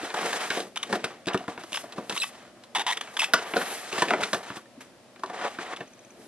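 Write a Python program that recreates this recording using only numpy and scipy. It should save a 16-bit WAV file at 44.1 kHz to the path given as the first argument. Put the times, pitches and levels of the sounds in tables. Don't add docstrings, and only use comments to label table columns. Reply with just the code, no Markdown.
import sys
import numpy as np
from scipy import signal
from scipy.fft import rfft, irfft, next_fast_len
from scipy.io import wavfile

SR = 44100
rng = np.random.default_rng(int(sys.argv[2]) if len(sys.argv) > 2 else 0)


def field_ratio(decibels):
    return 10 ** (np.asarray(decibels, dtype=float) / 20)


def store_pcm(level_fs):
    pcm = np.round(np.clip(level_fs, -1, 1) * 32767).astype(np.int16)
    wavfile.write(sys.argv[1], SR, np.atleast_2d(pcm).T)


N = 276507

# (frequency [Hz], level [dB], t60 [s], where less than 0.002 counts as 0.002)
BOX_MODES = [(125.6, -20, 0.04), (203.5, -7, 0.1), (256, -3, 0.12), (294.5, 12.5, 0.022), (374.6, 9, 0.062),
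             (469, 9.5, 0.023), (473, 2.5, 0.0074), (609, -2.5, 0.03), (722, -4, 0.031), (808, -5, 0.03),
             (1000, 1.5, 0.019), (1200, -6.5, 0.03), (1401, 0.5, 0.017), (1814, 4, 0.012),
             (1855, 4, 0.0061), (2580, 3, 0.0032), (3090, -13.5, 0.011), (3300, -5.5, 0.00067)]


def rms_one(x):
    return x / np.sqrt(np.mean(x ** 2) + 1e-20)


def peak_one(x):
    return x / (np.abs(x).max() + 1e-12)


def at_hz(points, hz):
    table_hz, values = np.transpose(points)
    return np.interp(np.log(hz), np.log(table_hz), values)


def add(out, s, sound):
    i = round(s * SR)
    out[i:i + len(sound)] += sound[:N - i]


def drift(rate):
    knots = rng.standard_normal(2000)
    return np.interp(np.arange(N) / SR * rate, np.arange(2000), knots)


def coloured(x, spectrum):
    hz = np.maximum(np.fft.rfftfreq(x.shape[-1], 1 / SR), 1)
    return irfft(rfft(x) * field_ratio(at_hz(spectrum, hz)), x.shape[-1])


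def rubbing(grains_per_s=4000, spread_db=3.5, smooth=0.95):
    # (frequency [Hz], density [dB per Hz])
    rub_spectrum = [(24, -70), (40, -66), (156, -4.5), (276, 0), (405, 2), (467, 1.5), (593, 3.5),
                    (753, 4.5), (1780, -1.5), (6770, -14.5), (12000, -11.5), (15600, -85), (22000, -120)]
    snags_per_s, snag_db, snag_top_hz = 250, -5, 2500
    chance = rng.random((3, N)) * SR
    signs = rng.choice([-1, 1], (3, N))
    sizes = field_ratio(spread_db * np.minimum(rng.exponential(1, (3, N)), 4)) * signs
    clumped_rate = grains_per_s * field_ratio(4 * drift(60))
    grains = rms_one(sizes * (chance < clumped_rate))
    snags = field_ratio(snag_db) * rms_one(sizes * (chance > SR - snags_per_s))
    snags = signal.sosfilt(signal.butter(2, snag_top_hz, fs=SR, output="sos"), snags)
    return coloured(grains + snags + smooth * rng.standard_normal((3, N)), rub_spectrum)


def slide_levels():
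    # (time [s], length [s], pressure at the start [dB],
    # swell by the end [dB], brightness [dB])
    strokes = [(0, .13, -38, -3.5, -1), (0.142, .12, -30.5, -1.5, -6), (0.258, 0.19, -34.5, 0, -0.5),
               (0.405, 0.076, -37, -1, 4.5), (0.473, 0.11, -40, 6, 0.5), (0.593, 0.1, -36.5, -25, 5.5),
               (0.789, 0.17, -56, 17, 1), (.93, 0.23, -42.5, -14, -2.5), (1.036, 0.22, -40.5, -28.5, -2.5),
               (1.279, 0.053, -41, 5.5, -19), (1.347, .055, -39.5, -8, -13),
               (1.391, 0.11, -48.5, -8.5, -0.5), (1.49, 0.072, -43, -8.5, -3.5),
               (1.593, .13, -49.5, -6.5, 1), (1.741, 0.082, -44, -10, 11), (1.834, 0.11, -52, 1.5, -4),
               (1.962, 0.148, -50.5, -7, 1.5), (2.114, 0.068, -41, -15, 4), (2.147, 0.14, -54, -4.5, 18.5),
               (2.289, 0.22, -50.5, -7, -1), (2.55, 0.143, -60, -2, -15), (2.753, 0.23, -53, 9.5, -14),
               (2.919, 0.057, -45, -16, 10), (3.01, 0.22, -45, -7.5, -3.5), (3.181, 0.077, -53.5, 8, 12),
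               (3.259, .065, -44, -0.5, -12), (3.353, 0.039, -49.5, 20, -15),
               (3.378, 0.25, -37.5, -3, -5.5), (3.559, 0.19, -37, -2, 2.5), (3.742, .195, -42, -4, 5),
               (3.919, 0.086, -36.5, 2.5, 1), (4.004, .1, -36.5, -4.5, 2.5),
               (4.098, 0.19, -34.5, -13.5, -4), (4.207, 0.13, -36.5, -10.5, -0.5),
               (4.34, 0.075, -42, -2, -4), (4.43, 0.14, -44.5, -1, -1), (4.56, 0.062, -50, -13, 8.5),
               (4.808, 0.12, -53, -25, 9), (5.226, 0.095, -54.5, 10.5, -9), (5.333, 0.089, -39, 1.5, -7),
               (5.414, 0.067, -34, 2, -8), (5.484, 0.19, -46.5, -7.5, 2.5), (5.589, 0.044, -39.5, 5, -5.5),
               (5.647, 0.09, -43.5, 6, -7), (5.777, .03, -48, -6, -8), (5.801, 0.07, -51.5, -6, 0),
               (5.884, .3, -69.5, 0, 7), (6.207, 0.08, -68, 5, 12)]
    # (time of most weight [s], level [dB])
    presses = [(.01, -49), (.245, -41), (.39, -47), (.58, -46), (.635, -42), (.865, -56), (.915, -36),
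               (.972, -40.5), (1.051, -39.5), (1.575, -49), (1.845, -52), (1.987, -40.5), (2.17, -53.5),
               (2.78, -46), (3.31, -52), (3.545, -46), (3.614, -38.5), (3.98, -42), (4.05, -42),
               (4.115, -28.5), (4.2, -39), (4.345, -41), (5.315, -43), (5.45, -45), (5.665, -64),
               (5.8, -52), (6.19, -52.5), (6.265, -47)]
    # (time [s], length [s], sheen level [dB], surface hiss relative to sheen [dB])
    glides = [(0.183, 0.4, -54, 3), (1.77, 0.029, -53, 0), (2.174, 0.064, -55, 0), (3.223, 0.0207, -54, 2),
              (3.57, .19, -45, -9), (4.324, 0.0235, -52, 3), (6.242, .05, -64, 0)]
    register_db = [-13.5, -2.5, -4, -9.5, -20.5]
    bright_share = [0.21, 0, 0.58, 0.93, 1.54]
    grip_db_per_s, let_go_db_per_s = 3998.5, 905
    lean_db_per_s, ease_db_per_s = 318, 172
    glide_in_db_per_s, glide_out_db_per_s = 97, 160
    swell_brightens = 0.067
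    t = np.arange(N // 32 + 2) * 32 / SR
    power = np.full((5, 1), 1e-10)
    for s, length, pressure_db, swell_db, bright_db in strokes:
        swell = swell_db * np.clip((t - s) / length, 0, 1)
        edges = grip_db_per_s * np.minimum(t - s, 0) - let_go_db_per_s * np.maximum(t - s - length, 0)
        brightness = np.outer(bright_share, bright_db + swell_brightens * swell)
        colour = brightness + np.array(register_db)[:, None]
        power = power + field_ratio(pressure_db + swell + edges + colour) ** 2
    for s, weight_db in presses:
        lean = np.minimum(lean_db_per_s * (t - s), ease_db_per_s * (s - t))
        power[0] += field_ratio(weight_db + lean) ** 2
    for s, length, glide_db, hiss_db in glides:
        edges = glide_in_db_per_s * np.minimum(t - s, 0) - glide_out_db_per_s * np.maximum(t - s - length, 0)
        power[3:] += field_ratio(glide_db + edges + np.array([[hiss_db], [0]])) ** 2
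    return [np.interp(np.arange(N) / SR, t, np.sqrt(p)) for p in power]


def sliding(catch_db=1.6, ring_share=0.24):
    register_hz = [250, 1000, 3300, 7000, 11500]
    port_spread = [0.031, 0.05, 0.15, 0.39, 0.71]
    patchy_db, patches_per_s = 1.4, 35
    rub = rfft(rubbing())
    hz = np.fft.rfftfreq(N, 1 / SR) + 1
    for mode_hz, _, t60 in BOX_MODES:
        half_width = np.log(1000) / (2 * np.pi * max(t60, .002))
        rub = rub * (1 + ring_share / (1 + 1j * (hz - mode_hz) / half_width))
    out = 0
    for gain, share, spread in zip(slide_levels(), np.eye(5), port_spread):
        band = np.interp(np.log(hz), np.log(register_hz), share)
        register = rms_one(irfft(rub * band, N))
        shared_and_own = np.sqrt([[1 - spread], [spread], [spread]])
        patches = field_ratio(patchy_db * drift(patches_per_s))
        out = out + gain * patches * shared_and_own * register
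    return out * field_ratio(catch_db * drift(70))


def knocks(snap_db=18, strength_db=3, tick_share=0.54, body_from_hz=330):
    # (time [s], peak of the small parts [dB], panel thud relative [dB],
    # tick relative [dB], hardness [dB per octave about 1 kHz])
    contacts = [(.014, -31, -24.5, -16, -3), (0.031, -28, 0, -18, -9), (.103, -24, -18, -17, 7),
                (0.142, -24.5, -20, -2, -3), (0.186, -23, -20, -11.5, 4), (0.329, -18, -22, 0, 2),
                (0.503, -14, -12, -15, 11.5), (.572, -19.5, -24, -14, -16), (.603, -23.5, -15, 0, -17),
                (.927, -15, -3.5, -4.5, 2), (.954, -22, -12, -5, -8), (1.042, -18, -7, 1.5, 5.5),
                (1.27, -23.5, 1.5, -1, -6), (1.277, -26.5, 0.5, 1.5, 0.5), (1.284, -17.5, -15, -8, 16),
                (1.344, -15.5, 0, -7.5, -2.5), (1.405, -30.5, -12, -25, -11), (1.439, -36.5, -19, -7, 0),
                (1.48, -21.5, -4.5, -12, -6), (1.577, -27, -8.5, -14, 2.5), (1.609, -39, -5, -4, -3),
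                (1.636, -34, -4, 0.5, -3), (1.72, -35, -7.5, 7, -8), (1.838, -30, -10, -7, -4),
                (1.923, -37.5, -22, 9, 0), (1.981, -22.5, -4.5, -12.5, -11.5), (2.096, -23.5, -16, 6, -5),
                (2.108, -25.5, -7, -16.5, 2), (2.124, -36, 2.5, 10, -4), (2.637, -45.5, -15, 8.5, -3),
                (3.074, -33, -34, -11.5, 8), (3.336, 2, -42, -2, -1.5), (3.537, -17.5, -8.5, -9, 4.5),
                (3.561, -13, -37, -19, -21), (3.567, -14.5, -10, -5.5, 8), (3.614, -20.5, -20, -21, 2),
                (3.928, -25, -4, 3.5, 11), (3.979, -24, -15, -15.5, 8), (3.995, -29, -10, 9, -11),
                (4.021, -7.5, -13, -7, -1.5), (4.084, -18, -20.5, -8, 9), (4.106, -9, -31, -13.5, -0.5),
                (4.136, -9, -12, -23, -2), (4.219, -24, -3.5, -12, 0), (4.229, -23, -23, -2, 4),
                (4.234, -15, -40, -2.5, 15), (4.331, -13.5, -10.5, 1, -5), (4.344, -21, -9, -1, 2.5),
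                (4.502, -26.5, -4, -17, -1), (4.569, -30.5, -6, -3, 1), (4.657, -44.5, -6, -23, 5),
                (4.767, -54.5, 15.5, -18, -14.5), (4.806, -41, -27, -4, 4), (5.161, -38, -10, -22, 5.5),
                (5.194, -43.5, -4.5, 1, -6), (5.235, -17.5, -14.5, -13.5, -0.5), (5.26, -44, -12, 7, 6),
                (5.298, -27, -22, -11, -2), (5.448, -23, -18, -6.5, -8), (5.587, -23, -10, -25, 0.5),
                (5.727, -28.5, -18, -26, 1), (5.806, -26.5, -4.5, -25, 3)]
    # (frequency [Hz], density [dB per Hz])
    tick_spectrum = [(1500, -9.5), (3500, 0.5), (6000, -8.5), (9000, -11), (11800, -15.5), (12500, -49.5)]
    contact_t60_s, contact_knee_db, bounce_off = 0.083, -6.5, 0.79
    thud_dies_faster = .4
    out, t = np.zeros(N), np.arange(SR // 4) / SR
    hz, level_db, t60 = np.transpose(BOX_MODES)[:, :, None]
    modes = len(BOX_MODES)
    rings = field_ratio(level_db - 60 * t / np.maximum(t60, .002)) * np.sin(2 * np.pi * hz * t)
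    panels = hz[:, 0] < 470
    body = signal.butter(2, body_from_hz, "high", fs=SR, output="sos")
    rings[~panels] = signal.sosfilt(body, rings[~panels])
    first_blow = 2.5 * np.exp(-t / .0015)
    alternate = (-1) ** np.arange(modes)
    draws = rng.standard_normal((len(contacts), modes + len(t)))
    ticks = coloured(rng.standard_normal((len(contacts), len(t))), tick_spectrum)
    for (s, peak_db, thud_db, tick_db, hard_db), draw, tick in zip(contacts, draws, ticks):
        hardness = hard_db * np.log2(hz[:, 0] / 1000)
        strengths = field_ratio(strength_db * draw[:modes] + hardness) * alternate
        sooner = field_ratio(-bounce_off * max(peak_db - contact_knee_db, 0))
        dying_db = -60 * t / (contact_t60_s * sooner)
        push = draw[modes:] * field_ratio(dying_db) * (1 + first_blow)
        push[0] = field_ratio(snap_db)
        for group, rel_db, faster in [(panels, thud_db, thud_dies_faster), (~panels, 0, 0)]:
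            struck = strengths[group] @ rings[group]
            ring = signal.fftconvolve(push * field_ratio(faster * dying_db), struck)[:len(t)]
            add(out, s, field_ratio(peak_db + rel_db) * peak_one(ring))
        add(out, s, field_ratio(peak_db + tick_db) * peak_one(tick * field_ratio(dying_db / tick_share)))
    return out


def plastic_shell(slips):
    # (frequency [Hz], width [Hz], level [dB])
    shell_modes = [(900, 440, -1), (1900, 330, 0), (2900, 1500, -1), (3620, 320, 6), (5200, 3500, -10.5),
                   (10480, 1430, 0.5)]
    rung = 0
    for k, (hz, width_hz, peak_db) in enumerate(shell_modes):
        r = np.exp(-np.pi * width_hz / SR)
        a = [1, -2 * r * np.cos(2 * np.pi * hz / SR), r * r]
        b = [(1 - r * r) / 2, 0, (r * r - 1) / 2]
        rung = rung + (-1) ** k * field_ratio(peak_db) * signal.lfilter(b, a, slips)
    return rung


def squeaks(edge_s=0.0003, rustle=0.12, blunt_db=1.9):
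    # (time [s], length [s], slip rate at the start [Hz],
    # slip rate at the end [Hz], rms level [dB])
    slip_runs = [(0.7588, 0.0074, 2460, 900, -31), (0.77, 0.0091, 1000, 1685, -30.5),
                 (0.773, 0.0041, 2900, 3300, -27.5), (.829, 0.0086, 3366, 900, -26.5),
                 (1.258, 0.0021, 2960, 2450, -38), (1.333, 0.0068, 3040, 2480, -33.5),
                 (1.375, 0.0037, 3360, 2540, -31), (1.73, 0.0027, 3000, 2470, -25.5),
                 (1.7423, .007, 2900, 1100, -28), (1.751, 0.014, 5200, 5280, -35.5),
                 (1.7576, 0.0057, 3230, 2580, -29.5), (1.771, 0.0074, 1687, 1200, -28),
                 (2.152, 0.0068, 1200, 1200, -37), (2.163, 0.0157, 900, 1510, -32),
                 (2.176, 0.0033, 2240, 3360, -23.5), (2.178, 0.016, 3600, 4670, -34.5),
                 (2.2, .017, 4050, 3960, -30.5), (2.215, 0.0054, 4130, 3300, -28.5),
                 (2.22, 0.015, 2550, 2628, -26.5), (2.232, 0.012, 1807, 1112, -28),
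                 (2.7485, 0.028, 900, 855, -24), (2.782, 0.0063, 860, 820, -29.5),
                 (2.793, 0.029, 785, 872, -28), (2.865, 0.051, 988, 933, -25.5),
                 (2.922, 0.0094, 1840, 1900, -27.5), (2.93, 0.0042, 1900, 2520, -27.5),
                 (2.971, .0079, 2940, 900, -28.5), (3.01, 0.005, 2390, 1000, -27.5),
                 (3.167, 0.01, 2165, 900, -27), (3.19, 0.0047, 1000, 1200, -27.5),
                 (3.194, .0051, 2650, 2302, -19.5), (3.203, 0.0067, 2450, 2700, -22),
                 (3.216, 0.0049, 2960, 1480, -22.5), (3.219, 0.018, 1000, 790, -26.5),
                 (3.237, 0.0096, 1145, 1830, -26.5), (3.242, 0.0054, 2280, 2900, -22),
                 (5.762, .011, 4320, 900, -39)]
    uneven_slow, slow_hz, lock_octaves = .27, 900, 1.8
    uneven_slowing = .32
    break_away_db, break_away_s = 5.5, 0.0039
    out, tail = np.zeros(N), SR // 20
    draws = rng.standard_normal((len(slip_runs), 3, 4000))
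    for (s, length, start_hz, end_hz, level_db), (spacing, size, noise) in zip(slip_runs, draws):
        t = np.arange(int(length * SR)) / SR
        rate = np.geomspace(start_hz, end_hz, len(t))
        uneven = uneven_slow * np.clip(1 - np.log2(rate / slow_hz) / lock_octaves, 0, 1)
        uneven = uneven + uneven_slowing * np.clip(2 * np.log2(start_hz / end_hz), 0, 1)
        steady = np.cumsum(rate) / SR
        turns = np.cumsum(rate * np.exp(uneven / 2 * spacing[steady.astype(int)])) / SR
        pulses = 0
        for k in range(1, 15):
            blunting = field_ratio(-blunt_db * (k - 1) * rate / 1000)
            pulses = pulses + blunting * np.cos(2 * np.pi * k * turns) * (k * rate < 12000)
        slip_number = (turns + .5).astype(int)
        slips = pulses * np.exp(uneven * np.clip(size, -2, 1.5)[slip_number])
        slips = rms_one(slips) + rustle * noise[:len(t)]
        break_away = field_ratio(break_away_db * np.exp(-t / break_away_s))
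        fades = np.clip(np.minimum(t, t[-1] - t) / edge_s, 0, 1)
        rung = plastic_shell(np.pad(slips * break_away * fades, (0, tail)))
        add(out, s, field_ratio(level_db) * rung / np.sqrt(np.sum(rung ** 2) / len(t)))
    return out


def ticking(count=5):
    from_s, every_s, tick_level_db = 5.878, .0569, -47
    out, t = np.zeros(N), np.arange(SR // 20) / SR
    parts = np.sin(2 * np.pi * 6150 * t) + 0.75 * np.sin(2 * np.pi * 2450 * t)
    ring = field_ratio(-60 * t / 0.02) * parts
    for k, chance_db in enumerate(rng.standard_normal(count)):
        add(out, from_s + k * every_s, field_ratio(tick_level_db + chance_db) * ring)
    return out


def fan():
    # (frequency [Hz], relative density [dB per Hz])
    fan_spectrum = [(24, -44), (40, 2), (90, -13.5), (123, -6), (152, -15), (234, -2.5), (311, -10),
                    (351, -4.5), (395, -13), (608, -5), (809, -15.5), (2370, -21), (5330, -25), (6150, -27),
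                    (12000, -32), (15600, -102), (22000, -120)]
    # (frequency [Hz], left-right likeness [0-1])
    likeness = [(60, 0.67), (300, 0.94), (1400, 0.75), (3100, 0.25), (7000, 0.04)]
    hz = np.maximum(np.fft.rfftfreq(N, 1 / SR), 1)
    alike = at_hz(likeness, hz)
    shared, own = rfft(rng.standard_normal(N)), rfft(rng.standard_normal((2, N)))
    both_ports = np.sqrt(alike) * shared + np.sqrt(1 - alike) * own
    air = irfft(both_ports * field_ratio(at_hz(fan_spectrum, hz)), N)
    return field_ratio(-53) * rms_one(air)


def room(x):
    room_t60_s, room_db, room_spread = 0.22, -11.5, 0.13
    scatter_t60_s, scatter_db, scatter_hz = .03, -7, 5000
    t = np.arange(SR // 2) / SR
    noise = rng.standard_normal((5, len(t))) * (t > .0003)
    tail = (noise[0] + room_spread * noise[1:3]) * field_ratio(-60 * t / room_t60_s)
    treble = signal.butter(2, scatter_hz, "high", fs=SR, output="sos")
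    scatter = signal.sosfilt(treble, noise[3:] * field_ratio(-60 * t / scatter_t60_s))
    echo = (field_ratio(room_db) * rms_one(tail) + field_ratio(scatter_db) * rms_one(scatter)) / np.sqrt(len(t))
    return signal.fftconvolve(x[None], echo, axes=1)[:, :N]


def scene():
    port_lag_s, left_db = 5.0e-5, .8
    shared, *own = sliding()
    near = shared + knocks() + squeaks() + ticking()
    left, right = near + own + room(near)
    size = next_fast_len(N + 64)
    late = np.exp(-2j * np.pi * np.fft.rfftfreq(size, 1 / SR) * port_lag_s)
    left = irfft(rfft(left, size) * late, size)[:N]
    balance = field_ratio(np.array([[left_db / 2], [-left_db / 2]]))
    return (np.array([left, right]) + fan()) * balance


def low_pass(x):
    return signal.sosfilt(signal.butter(12, 16460, fs=SR, output="sos"), x)


def record(dry):
    top_hz, overload, mic_low_hz = 12400, .33, 105
    x = signal.sosfilt(signal.cheby2(16, 45, top_hz, fs=SR, output="sos"), dry)
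    x = x / (1 + np.abs(x / overload) ** 8) ** (1 / 8)
    x = signal.sosfilt(signal.butter(3, mic_low_hz, "high", fs=SR, output="sos"), x)
    return low_pass(x)


dry = scene()
out = record(dry)
store_pcm(out)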